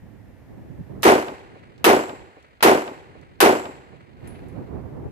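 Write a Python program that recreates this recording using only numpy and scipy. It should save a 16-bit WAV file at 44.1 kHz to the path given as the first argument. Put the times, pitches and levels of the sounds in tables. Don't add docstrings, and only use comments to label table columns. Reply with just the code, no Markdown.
import sys
import numpy as np
from scipy import signal
from scipy.fft import rfft, irfft
from scipy.io import wavfile
from scipy.ndimage import uniform_filter1d, minimum_filter1d

SR = 44100
rng = np.random.default_rng(int(sys.argv[2]) if len(sys.argv) > 2 else 0)


def dump_mix(stems):
    frames = np.atleast_2d(stems).T
    limited = np.clip(frames, -1, 1)
    pcm = np.round(limited * 32767).astype(np.int16)
    wavfile.write(sys.argv[1], SR, pcm)


N = 225428
AGE = np.arange(2 * SR) / SR


def undb(db):
    return 10 ** (np.asarray(db) / 20)


def unit(x):
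    return x / np.sqrt(np.mean(x ** 2))


def read(points, hz):
    point_hz, value = np.transpose(points)
    return np.interp(np.log(hz + 0.00092), np.log(point_hz), value)


def hump(centre_hz, octaves):
    steps = np.arange(-9, 10)
    hz = centre_hz * 2 ** (steps * octaves / 2)
    return np.transpose([hz, -steps ** 2])


def noise(points, size, lag_ms=0.28, alike_hz=1600):
    hz = np.fft.rfftfreq(size, 1 / SR)
    right, other = rfft(rng.standard_normal((2, size)))
    alike = 1 / (1 + (hz / alike_hz) ** 2)
    left = alike * right + np.sqrt(1 - alike ** 2) * other
    left = left * np.exp(-2j * np.pi * hz * lag_ms / 1000)
    coloured = np.array([left, right]) * undb(read(points, hz))
    return unit(irfft(coloured, size))


def tone(hz, lag_ms=0.325):
    lag_s = np.array([[lag_ms / 1000], [0]])
    cycles = hz * (AGE - lag_s) + rng.random()
    return np.sqrt(2) * np.sin(2 * np.pi * cycles)


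def fade(t60, hold=0):
    return np.exp(-np.log(1000) * np.maximum(AGE - hold, 0) / t60)


def swell(rise_s):
    return 1 - np.exp(-(AGE / rise_s) ** 2)


def burst(sound, envelope):
    promised_rms = np.sqrt(np.mean(envelope ** 2) * np.mean(sound ** 2))
    return unit(sound * envelope) * promised_rms


def walk(rate):
    step = int(SR / rate)
    stairs = np.repeat(rng.standard_normal(N // step + 1), step)
    return unit(uniform_filter1d(stairs, step)[:N])


def add(out, s, sound):
    start = int(s * SR)
    part = sound[:, :out.shape[1] - start]
    out[:, start:start + part.shape[1]] += part


# frequency in Hz, relative spectral level in dB
WIND_COLOUR = [(13, -38.5), (22, -24), (69, -1), (124, 0.5), (174, -4.5), (204, -5.5), (352, -6.5),
               (538, -16.5), (753, -19), (1500, -35.5), (1950, -66.5), (3300, -120)]
BRIGHTER_OCTAVES_PER_DB, USUAL_DB = 0.047, -51.5


def airflow(db, size):
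    shift = 2 ** (BRIGHTER_OCTAVES_PER_DB * (db - USUAL_DB))
    colour = [(hz * shift, level) for hz, level in WIND_COLOUR]
    return undb(db) * noise(colour, size, lag_ms=0.076, alike_hz=25)


# start in seconds, rise in seconds, length held before fading in seconds,
# level in dB before flutter and the balance of the ports.
GUSTS = [(0.408, 0.07, 0.41, -54.5), (0.89, 0.0056, 1.35, -50), (2.85, 0.11, 1.34, -50),
         (4.199, 0.018, 0.29, -50.5), (4.46, 0.067, .6, -48)]
CALM_DB, GUST_T60_S = -58, 0.3


def gusts(flutter_db=2.5):
    buffet = airflow(CALM_DB, N)
    for s, rise, length, db in GUSTS:
        add(buffet, s, airflow(db, len(AGE)) * swell(rise) * fade(GUST_T60_S, hold=length))
    return buffet * undb(flutter_db * np.array([walk(25), walk(25)]))


# start in seconds, level in dB before its envelope and the balance of the ports.
EDDIES = [(.018, -52.5), (0.698, -47), (.787, -42.5), (0.899, -50.5), (4.989, -52), (5.057, -47.5)]
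EDDY_HZ = 118


def eddies():
    out = np.zeros((2, N))
    for s, db in EDDIES:
        slap = noise(hump(EDDY_HZ, 0.63), len(AGE), lag_ms=0.12, alike_hz=25)
        envelope = swell(rise_s=0.0012) * fade(t60=0.063, hold=0.022)
        add(out, s, undb(db) * burst(slap, envelope))
    return out


# frequency in Hz, relative spectral level in dB.
TREES_COLOUR = [(290, -38.5), (500, -1), (659, -4.5), (856, -6.5), (1280, -13.5), (1330, -13), (1800, -7),
                (2380, -14), (3000, -20), (4300, -25.5), (9560, -30.5), (13500, -27.5)]


def distant_trees(trees_db=-70):
    hiss = noise(TREES_COLOUR, N, lag_ms=.05, alike_hz=1488)
    return hiss * undb(trees_db + .4 * walk(1.8))


def breeze(right_db=4.0):
    balance = undb(np.array([[-right_db], [right_db]]) / 2)
    return (gusts() + eddies()) * balance + distant_trees()


def contact(centre_hz, scatter_db):
    decay = fade(t60=0.012) + undb(scatter_db) * fade(t60=0.085)
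    return noise(hump(centre_hz, 0.96), len(AGE)) * swell(rise_s=0.0015) * decay


# start in seconds, level in dB before the envelope, centre in Hz.
CLICKS = [(1.0219, -41, 7000), (1.778, -49, 2420), (2.425, -52, 3000), (2.606, -28.5, 1200),
          (3.2115, -55, 3430)]


def trigger_and_action():
    out = np.zeros((2, N))
    for s, db, hz in CLICKS:
        add(out, s, undb(db) * contact(hz, scatter_db=-10.5))
    return out


# frequency in Hz, relative spectral level in dB.
CRACK_COLOUR = [(47, -51), (80, -32), (339, -5), (731, -1.5), (971, 2), (2040, -5.5), (2380, -8),
                (2600, -5.5), (3610, -10), (4210, -11), (6970, -17.5), (14000, -13.5), (15000, -26.5)]


def crack(t60):
    sound = noise(CRACK_COLOUR, len(AGE), lag_ms=0.38, alike_hz=894)
    return burst(sound, fade(t60, hold=0.011))


STEEL_HZ, STEEL_T60_S = 7490, 0.59


def steel_ring():
    return tone(STEEL_HZ, lag_ms=0.3197) * fade(STEEL_T60_S, hold=0.18)


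ROAR_HOLD_S, HOLD_LOSS_PER_OCTAVE = 0.062, 0.063
ROAR_T60_S, BOOM_HZ = 0.37, 90
TAIL_HZ = 30000


def roar_envelope(hz, build_s=0.02, steepness=11.0, tail_t60=0.91, tail_db=-17):
    hold = ROAR_HOLD_S * (1 - HOLD_LOSS_PER_OCTAVE) ** np.log2(hz / 1000)
    t60 = ROAR_T60_S * (1 + 1 / (1 + (hz / BOOM_HZ) ** 2))
    build = 1 - np.exp(-(AGE / build_s) ** steepness)
    tail = undb(tail_db) * fade(tail_t60 / (1 + hz / TAIL_HZ), hold)
    return build * np.hypot(fade(t60, hold), tail)


# frequency in Hz, relative spectral level in dB.
ROAR_COLOUR = [(35, -61.5), (60, -31.5), (174, -23), (289, -6), (408, -2), (619, -5), (679, -6),
               (875, -5.5), (1050, -10), (1300, -12), (1420, -11), (2470, -17), (3580, -25.5),
               (14000, -35.5), (15000, -55.5)]


def roof_scatter(scatter_db=-13, lumpy_db=1.5):
    size = len(AGE)
    lumps = undb(lumpy_db * walk(350)[:size])
    spectrum = rfft(unit(noise(ROAR_COLOUR, size) * lumps))
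    bin_hz = np.fft.rfftfreq(size, 1 / SR)
    centres = np.geomspace(60, 15000, 17)
    out = np.zeros((2, size))
    for hz, share in zip(centres, np.eye(len(centres))):
        weight = read(np.transpose([centres, share]), bin_hz)
        band = irfft(spectrum * weight, size)
        out += undb(scatter_db) * burst(band, roar_envelope(hz))
    return out


# frequency in Hz, relative level in dB.
SHELTER_MODES = [(314, -33.5), (376.8, -26), (431.5, -37.5), (479.1, -40.5), (538.3, -35.5), (581.4, -39.5),
                 (602.9, -39), (683.7, -41.5), (764.4, -33.5), (882.9, -43.5), (925.9, -39), (995.9, -47),
                 (1136, -43), (1157, -49.5), (1244, -47.5), (1545, -49.5), (1604, -52), (1809, -53),
                 (1976, -56), (2126, -50), (2455, -64), (2815, -51.5)]


def shelter_resonance(shelter_db=3.0):
    out = np.zeros((2, len(AGE)))
    for hz, db in SHELTER_MODES:
        out += undb(db + shelter_db) * tone(hz, lag_ms=0.32) * roar_envelope(hz)
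    return out


# delay in seconds, level in dB before the envelope
REFLECTIONS = [(.031, -13.5), (.053, -14), (.089, -14.5), (.126, -20), (.251, -34.5), (0.286, -37),
               (0.522, -47)]
ECHO_HZ, ECHO_OCTAVES, ECHO_T60_S, SMEAR_S_PER_S = 413, 0.88, .04, .06
BANK_DELAY_S, BANK_DB, BANK_HZ, BANK_T60_S = .2515, -37.5, 1580, 0.026


def echoes():
    out = np.zeros((2, len(AGE)))
    for delay, db in REFLECTIONS:
        envelope = swell(rise_s=0.0023) * fade(ECHO_T60_S + SMEAR_S_PER_S * delay, hold=0.0074)
        dull = noise(hump(ECHO_HZ, ECHO_OCTAVES), len(AGE))
        add(out, delay, undb(db) * burst(dull, envelope))
    slap = burst(noise(hump(BANK_HZ, 0.85), len(AGE)), fade(BANK_T60_S, hold=0.0016))
    add(out, BANK_DELAY_S, undb(BANK_DB) * slap)
    return out


# frequency in Hz, relative spectral level in dB.
WOODS_COLOUR = [(150, -40), (300, -13.5), (516, -6.5), (800, -14), (1100, -13), (1500, -11.5),
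                (2000, -11.5), (2700, -16), (3400, -23.5), (4400, -24.5), (5500, -37), (9000, -35.5),
                (12000, -68)]


def woods_wash(woods_db=-47, woods_t60=2.76, build_s=0.063, trunks_db=2.3):
    size = len(AGE)
    wash = noise(WOODS_COLOUR, size, lag_ms=0.45, alike_hz=2520) * swell(build_s) * fade(woods_t60)
    return undb(woods_db + trunks_db * walk(140)[:size]) * wash


def range_answer():
    return roof_scatter() + shelter_resonance() + echoes() + woods_wash()


def gas_thump():
    sound = noise(hump(200, 1.1), len(AGE), lag_ms=0.1, alike_hz=1500)
    return burst(sound, swell(rise_s=0.008) * fade(t60=0.14, hold=0.023))


# start in seconds, crack level in dB,
# crack t60 in seconds, gain on the range's answer in dB, thump level in dB, steel ring level in dB.
SHOTS = [(1.0314, -17.5, 0.091, 4, -23.5, -50.5), (1.8428, -11.5, 0.12, 2.5, -31, -44.5),
         (2.6263, -10, 0.11, 3, -37, -50), (3.4035, -10.5, 0.14, 2.5, -37, -44.5)]


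def rifle(thump_delay_s=.022):
    out, answer = np.zeros((2, N)), range_answer()
    for s, crack_db, crack_t60, roar_db, thump_db, ring_db in SHOTS:
        add(out, s, undb(crack_db) * crack(crack_t60))
        add(out, s, undb(ring_db) * steel_ring())
        add(out, s, undb(roar_db) * answer)
        add(out, s + thump_delay_s, undb(thump_db) * gas_thump())
    return out


# frequency in Hz, relative level in dB, t60 in seconds.
CASE_MODES = [(9960, -6, 0.28), (10160, -2.5, 0.3), (13840, -16, .2)]


def case_ring():
    modes = sum(undb(db) * tone(hz) * fade(t60) for hz, db, t60 in CASE_MODES)
    return swell(rise_s=0.0015) * modes


# start in seconds, click level in dB before the envelope,
# gain on the ring in dB.
CASE_LANDINGS = [(4.273, -57, -60), (4.483, -66, -79)]
CASE_HZ = 10570


def spent_case():
    out = np.zeros((2, N))
    for s, click_db, ring_db in CASE_LANDINGS:
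        click = undb(click_db) * contact(CASE_HZ, scatter_db=-6)
        add(out, s, click + undb(ring_db) * case_ring())
    return out


def scene():
    return breeze() + trigger_and_action() + rifle() + spent_case()


HOLD_S, RELEASE_S, THRESHOLD_DB = .57, .12, -18
TOP_HZ = 14750


def record(dry, lift_db=11):
    power = uniform_filter1d(np.mean(dry ** 2, axis=0), size=128)
    loudness = np.sqrt(np.abs(power) + 1e-12)
    gain = np.clip(undb(THRESHOLD_DB) / loudness, 1, undb(lift_db))
    hold, release = int(HOLD_S * SR / 2), int(RELEASE_S * SR / 2)
    gain = minimum_filter1d(gain, 2 * hold + 1, origin=hold, mode="nearest")
    recovering = uniform_filter1d(gain, 2 * release + 1, origin=release, mode="nearest")
    gain = np.minimum(gain, recovering)
    levelled = dry * gain
    rounded = levelled / (1 + levelled ** 4) ** .25
    low_pass = signal.ellip(10, .2, 70, TOP_HZ, fs=SR, output="sos")
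    return signal.sosfilt(low_pass, rounded)


dry = scene()
out = record(dry)
dump_mix(out)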